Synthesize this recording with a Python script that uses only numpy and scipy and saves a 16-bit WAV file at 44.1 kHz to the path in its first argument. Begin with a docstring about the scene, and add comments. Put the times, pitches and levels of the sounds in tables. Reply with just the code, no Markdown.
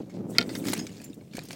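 """An open slope of loose rock, with a walker crossing it. Something hard, probably a pole, cracks
against a stone and chatters, its shaft ringing at each rebound. Boots crunch in bursts of tiny
fractures and scrape on grit; pebbles click, loose stones clunk, small metal gear clinks and clothing
swishes. Wind buffets the microphone in low puffs over a steady breeze and a faint hiss of air."""
import sys
import numpy as np
from scipy import signal
from scipy.io import wavfile
from scipy.ndimage import uniform_filter1d

SR = 44100
rng = np.random.default_rng(int(sys.argv[2]) if len(sys.argv) > 2 else 0)


def store_pcm(level_fs):
    """Save levels as 16-bit WAV."""
    pcm = np.round(np.clip(level_fs, -1, 1) * 32767).astype(np.int16)
    wavfile.write(sys.argv[1], SR, np.atleast_2d(pcm).T)


N = 68355

# colour of the scraping grit and of the air hiss (frequency [Hz], gain [dB])
GRIT_COLOUR = [(300, -10.5), (1000, 0), (2200, 5), (4200, 2.5), (7000, 0), (10000, -11), (12500, -17.5),
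               (15000, -17)]


def pole_strikes(size=8000):
    """The tip cracks against stone for a millisecond, then the shaft rings, differently at each blow."""
    # the strike, its rebounds and a later light tap (time [s], shaft gain [dB], crack gain [dB], crack pitch
    # [Hz])
    blows = [(.3840, -11, -2, 4610), (.3857, -48, -13.5, 4700), (.4067, -28.5, -30, 5400),
             (.4126, -25.5, -19, 4100), (.4264, -31.5, -29, 4300), (.5523, -38.5, -28, 5200)]
    # modes of the shaft (frequency [Hz], level [dB], t60 [s])
    shaft_modes = [(686, -12.5, 0.1), (886, -8, 0.036), (1403, 4.5, 0.034), (1790, -2.5, .05),
                   (2222, 0, .034), (2496, -6, 0.039), (3155, 2.5, 0.027), (3636, -11, 0.06),
                   (4300, -6, 0.037), (4490, -7.5, .022), (4690, -8, 0.038), (4800, -3.5, 0.036),
                   (5440, -7, .025), (7760, -11.5, 0.021)]
    # short rings of the tip and the stone it hits (frequency [Hz], level [dB], t60 [s])
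    tip_modes = [(2400, -12, 0.0053), (3340, -18.5, .0035), (15100, -32, .006)]
    # colour of the contact noise (frequency [Hz], gain [dB])
    contact_colour = [(150, -24), (1000, -32.5), (2000, 12), (4500, -2), (6500, -8.5), (15000, -17)]
    crack_s, crack_edge_s = 0.0012, 0.00021
    rise_cycles, mode_spread_db = 4.2, 2.2
    tick_db, tick_decay_s = -8, 0.00048
    clatter_db, clatter_decay_s = -10.5, 0.005
    out, t = np.zeros(N), np.arange(size) / SR
    modes = [ring(hz, db, t60) * (1 - np.exp(-t * hz / rise_cycles)) for hz, db, t60 in shaft_modes]
    tip = sum(ring(*mode) for mode in tip_modes)
    contact = np.clip(np.minimum(t, crack_s - t) / crack_edge_s, 0, 1)
    for start, shaft_db, crack_db, hz in blows:
        tick = colour(rng.standard_normal(size) * np.exp(-t / tick_decay_s), contact_colour)
        crack = contact * np.sin(2 * np.pi * hz * t) + amp(tick_db) * tick + tip
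        mode_gains = .5 * amp(shaft_db + mode_spread_db * rng.standard_normal(len(modes)))
        shaft = mode_gains @ np.array(modes)
        # noise stands for the dense, quickly dying rings between the shaft's clear modes
        clatter = colour(rng.standard_normal(size) * np.exp(-t / clatter_decay_s), contact_colour)
        add(out, start, shaft + amp(shaft_db + clatter_db) * clatter + amp(crack_db) * crack)
    return out


def boot_crunches(size=5000):
    """Each slip of a stone under a boot is a quickly fading burst of tiny fractures."""
    # slips (time [s], level [dB], decay [s], treble shelf [dB])
    slips = [(.097, -53.5, 0.02, -6.5), (.1405, -59, 0.034, -12), (.349, -47.5, 0.065, -33),
             (.492, -40, 0.016, -10), (.551, -35, 0.011, -1), (.653, -32, 0.0025, -5),
             (.6685, -29.5, 0.0039, 3), (.6836, -24, 0.0042, 0), (.692, -29, 0.0038, 3),
             (.7230, -26, .0016, 15), (.7312, -24.5, 0.0051, -11), (.7345, -22, 0.0044, 10.5),
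             (.776, -36.5, 0.0069, 15), (.794, -37.5, 0.0086, -2), (.8671, -34.5, 0.0047, -2),
             (1.016, -45, 0.0054, 10), (1.042, -40, 0.0079, 41), (1.0975, -55, .004, 14),
             (1.142, -48, 0.005, 29), (1.334, -46.5, 0.012, -5), (1.352, -43.5, 0.007, 12),
             (1.3682, -34.5, 0.0046, 15), (1.3907, -32.5, 0.0016, 4), (1.434, -43, 0.0062, 22),
             (1.4525, -43.5, 0.0073, 29), (1.4858, -43.5, 0.0077, 11), (1.5068, -33.5, 0.0026, -1),
             (1.514, -42, 0.0093, 9), (1.529, -39, 0.0066, 7)]
    # colour of breaking grit (frequency [Hz], gain [dB])
    stone_colour = [(60, -25), (250, -4.5), (600, 1.5), (1100, -4.5), (2100, 0), (3000, -7), (4500, 0),
                    (6500, -5), (9500, -9), (12500, -14.5), (15000, -15)]
    attack_s, snap = 0.0006, 0.85
    out, t = np.zeros(N), np.arange(size) / SR
    for start, db, decay_s, treble_db in slips:
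        envelope = np.minimum(t / attack_s, 1) * np.exp(-t / decay_s)
        burst = grains(size, per_s=9000, spread_db=3.5) * envelope
        burst[0] += snap  # the first fracture, ahead of the grains
        crunch = signal.fftconvolve(burst, stone_response())
        add(out, start, amp(db) * colour(crunch, stone_colour, treble_db))
    return out


def stone_response(mode_count=12, size=1200):
    """A small stone answers a fracture with a click and a short ring at random pitches."""
    low_hz, high_hz, t60, ring_db = 2080, 13370, 0.0075, -6.5
    pitches = np.exp(rng.uniform(np.log(low_hz), np.log(high_hz), mode_count))
    body = sum(rng.choice([-1, 1]) * ring(hz, 0, t60, size) for hz in pitches)
    hit = signal.unit_impulse(size) + amp(ring_db) * body / np.linalg.norm(body)
    return hit / np.linalg.norm(hit)


def sole_scrape():
    """Fine grit rolls under the soles in a dense, clumpy stream of clicks."""
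    # envelope of the scraping (time [s], level [dB])
    envelope = [(0, -58.5), (.08, -72), (.11, -70.5), (.17, -59), (.22, -75), (.28, -75), (.35, -50),
                (.46, -57.5), (.53, -54), (.58, -57), (.63, -56), (.68, -40.5), (.77, -44), (.84, -56),
                (.95, -55.5), (1.05, -58), (1.16, -70), (1.3, -70.5), (1.37, -47.5), (1.41, -55),
                (1.48, -59), (1.55, -52)]
    grit = patchy(grains(N, per_s=9000, spread_db=6))
    return colour(grit * level(envelope), GRIT_COLOUR)


def pebble_clicks(size=8000, attack_s=0.00044):
    """Single pebbles knock together and ring briefly."""
    # clicks (time [s], level [dB], pitch [Hz])
    clicks = [(0.641, -37.5, 2230), (.6836, -30, 1940), (0.893, -44, 2880), (1.001, -41.5, 2500),
              (1.1312, -44, 3710), (1.2107, -50.5, 2230), (1.335, -41, 2364), (1.353, -38, 2250),
              (1.368, -35.5, 2325), (1.3906, -31.5, 2405), (1.507, -34.5, 2310)]
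    # modes of a pebble (frequency [multiple of its pitch], level [dB], t60 [s])
    modes = [(.72, -4, 0.017), (1, -1, 0.026), (1.9, -1.5, 0.013), (2.33, -9, 0.016)]
    out, t = np.zeros(N), np.arange(size) / SR
    for start, db, hz in clicks:
        pebble = sum(ring(hz * ratio, db + mode_db, t60, size) for ratio, mode_db, t60 in modes)
        add(out, start, pebble * (1 - np.exp(-t / attack_s)))
    return out


def stone_clunks():
    """Loose stones rock under a boot with a low, short ring."""
    # clunks (time [s], level [dB])
    clunks = [(1.008, -49), (1.3829, -30.5), (1.533, -43)]
    # modes of a rocking stone (frequency [Hz], level [dB], t60 [s])
    modes = [(413, -7, 0.038), (528, 0.5, 0.025), (696, -2, 0.035), (880, -14, 0.022), (1400, -18, .02)]
    out = np.zeros(N)
    for start, db in clunks:
        add(out, start, amp(db) * sum(ring(*mode) for mode in modes))
    return out


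def gear_clinks(size=8000, buzz_depth=0.6):
    """Small, loose metal gear buzzes against itself as it rings."""
    # clinks (time [s], pitch [Hz], level [dB], t60 [s])
    clinks = [(.554, 3660, -32.5, 0.039), (.561, 6420, -42, .079), (.697, 14580, -32, 0.041),
              (.7905, 6590, -35.5, 0.068), (.7905, 5114, -35, 0.05), (.7995, 6590, -40.5, 0.13),
              (.7995, 5114, -36.5, 0.035), (.8215, 5114, -49, .18), (1.041, 7224, -45.5, 0.16),
              (1.098, 5070, -54, .057)]
    out = np.zeros(N)
    for start, hz, db, t60 in clinks:
        buzz = unit_rms(uniform_filter1d(rng.standard_normal(size), size=70))
        add(out, start, ring(hz, db, t60, size) * (1 + buzz_depth * buzz))
    return out


def clothing_swish():
    """Cloth rubs with a bright, shifting hiss as the leg swings."""
    # envelope of the swish (time [s], level [dB])
    envelope = [(.26, -82), (.305, -50), (.36, -62.5), (.43, -62), (.51, -54.5), (.59, -44), (.62, -54.5),
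                (.66, -42), (.72, -46.5), (.8, -56.5), (1.2, -72), (1.44, -70), (1.55, -60)]
    # colour of the cloth (frequency [Hz], gain [dB])
    cloth_colour = [(1000, -5.5), (4000, -12), (8000, 7), (12000, -3.5), (15000, 1.5)]
    return colour(patchy(rng.standard_normal(N)) * level(envelope), cloth_colour)


def wind_puffs(buffet_width_s=0.0026):
    """Eddies hit the microphone as a stream of low puffs; a few stand out as buffets."""
    # strength of the wind (time [s], level [dB])
    envelope = [(0, -30.5), (.05, -47), (.09, -42.5), (.116, -51.5), (.15, -33.5), (.22, -35),
                (.314, -35.5), (.35, -39), (.41, -29), (.45, -36.5), (.52, -35), (.55, -39), (.63, -35),
                (.69, -32.5), (.74, -36.5), (.81, -36.5), (.884, -44), (1.0, -46), (1.11, -45.5),
                (1.16, -52.5), (1.18, -44.5), (1.29, -54.5), (1.35, -46), (1.48, -46.5), (1.55, -44.5)]
    # colour of the puffs (frequency [Hz], gain [dB])
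    rumble_colour = [(25, -45), (50, -29), (80, -19.5), (115, -7), (140, -8), (175, 0), (290, -2.5),
                     (420, -8.5), (650, -18), (1000, -30.5), (5000, -66)]
    # strongest buffets (centre time [s], level [dB], pitch [Hz])
    buffets = [(.190, -34, 236), (.262, -35, 198), (0.29, -24, 270), (0.4026, -28.5, 326), (.408, -23, 225),
               (0.418, -29, 195), (.517, -24.5, 282), (0.58, -26, 254), (0.621, -27.5, 276),
               (.671, -25, 292), (.6855, -23, 246), (0.7022, -22.5, 278), (.755, -30, 296),
               (.787, -23, 230), (.817, -23.5, 258), (0.842, -31, 287), (1.104, -31, 278),
               (1.351, -29.5, 210)]
    puffs = colour(grains(N, per_s=600, spread_db=2.5), rumble_colour)
    running_rms = np.sqrt(abs(uniform_filter1d(puffs ** 2, size=3000)) + 1e-6)
    out = puffs / running_rms * level(envelope)
    t = np.arange(-1000, 1000) / SR
    swell = np.exp(-.5 * (t / buffet_width_s) ** 2)
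    for centre, db, hz in buffets:
        add(out, centre + t[0], -amp(db) * swell * np.cos(2 * np.pi * hz * t))
    return out


def breeze(db=-51):
    """A steady breeze lays a low rumble under the puffs."""
    # colour of the breeze (frequency [Hz], gain [dB])
    breeze_colour = [(30, -28.5), (110, 7), (200, 5), (600, -37.5)]
    return amp(db) * colour(rng.standard_normal(N), breeze_colour)


def air_hiss(db=-73):
    """A faint, even bed of open air."""
    return amp(db) * colour(rng.standard_normal(N), GRIT_COLOUR)


def amp(db):
    """Decibels to gain."""
    return 10 ** (np.asarray(db) / 20)


def unit_rms(x):
    """Scales to rms 1."""
    return x / np.sqrt(np.mean(x ** 2) + 1e-20)


def add(mix, start_s, sound):
    """Mixes a sound in at a time."""
    part = mix[max(round(start_s * SR), 0):][:len(sound)]
    part += sound[:len(part)]


def level(curve):
    """Gain envelope through (time [s], level [dB]) points."""
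    return amp(np.interp(np.arange(N) / SR, *np.transpose(curve)))


def colour(x, points, treble_db=0, size=4096):
    """Minimum-phase EQ of unit energy through (frequency [Hz], gain [dB]) points, with a treble shelf."""
    hz = abs(np.fft.fftfreq(size, 1 / SR))
    point_hz, point_db = np.transpose(points)
    curve_db = np.interp(np.log(hz + 1), np.log(point_hz), point_db)
    shelf_db = treble_db * hz ** 2 / (hz ** 2 + 6000 ** 2)
    log_gain = np.log(amp(curve_db + shelf_db))
    spectrum = np.exp(np.conj(signal.hilbert(log_gain)))
    taps = np.fft.ifft(spectrum).real[:size // 2]
    return signal.fftconvolve(x, taps / np.linalg.norm(taps))[:len(x)]


def grains(n, per_s, spread_db):
    """Random clicks of uneven strength, rms 1."""
    strength = amp(spread_db * np.minimum(rng.exponential(1, n), 4))
    return unit_rms(strength * rng.choice([-1, 1], n) * (rng.random(n) < per_s / SR))


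def ring(hz, db, t60, size=8000):
    """One dying mode."""
    t = np.arange(size) / SR
    return amp(db) * np.exp(-np.log(1000) * t / t60) * np.sin(2 * np.pi * hz * t)


def patchy(x, depth_db=3.5):
    """Grains of different sizes come in clumps, so the colour keeps shifting; rms 1."""
    spectra = signal.stft(x, nperseg=256)[2]
    patches = uniform_filter1d(rng.standard_normal(spectra.shape), size=5, axis=0)
    patches = unit_rms(uniform_filter1d(patches, size=5, axis=1))
    return unit_rms(signal.istft(spectra * amp(depth_db * patches), nperseg=256)[1][:N])


def scene():
    """All sources close to one microphone, with no echo."""
    walker = pole_strikes() + boot_crunches() + sole_scrape() + clothing_swish()
    stones = pebble_clicks() + stone_clunks()
    return (walker + stones + air_hiss() + gear_clinks() + wind_puffs() + breeze())[None]


def record(dry):
    """The microphone sheds deep bass, the hardest crack overloads the input, and the top is cut off."""
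    low_cut_hz, ceiling, high_cut_hz = 25, .74, 16300
    lean = signal.sosfilt(signal.butter(1, low_cut_hz, "high", fs=SR, output="sos"), dry)
    clipped = lean / (1 + (lean / ceiling) ** 6) ** (1 / 6)
    lowpass = signal.firwin(511, high_cut_hz, window=("kaiser", 9), fs=SR)
    return signal.oaconvolve(clipped, lowpass[None], "same")


dry = scene()
out = record(dry)
store_pcm(out)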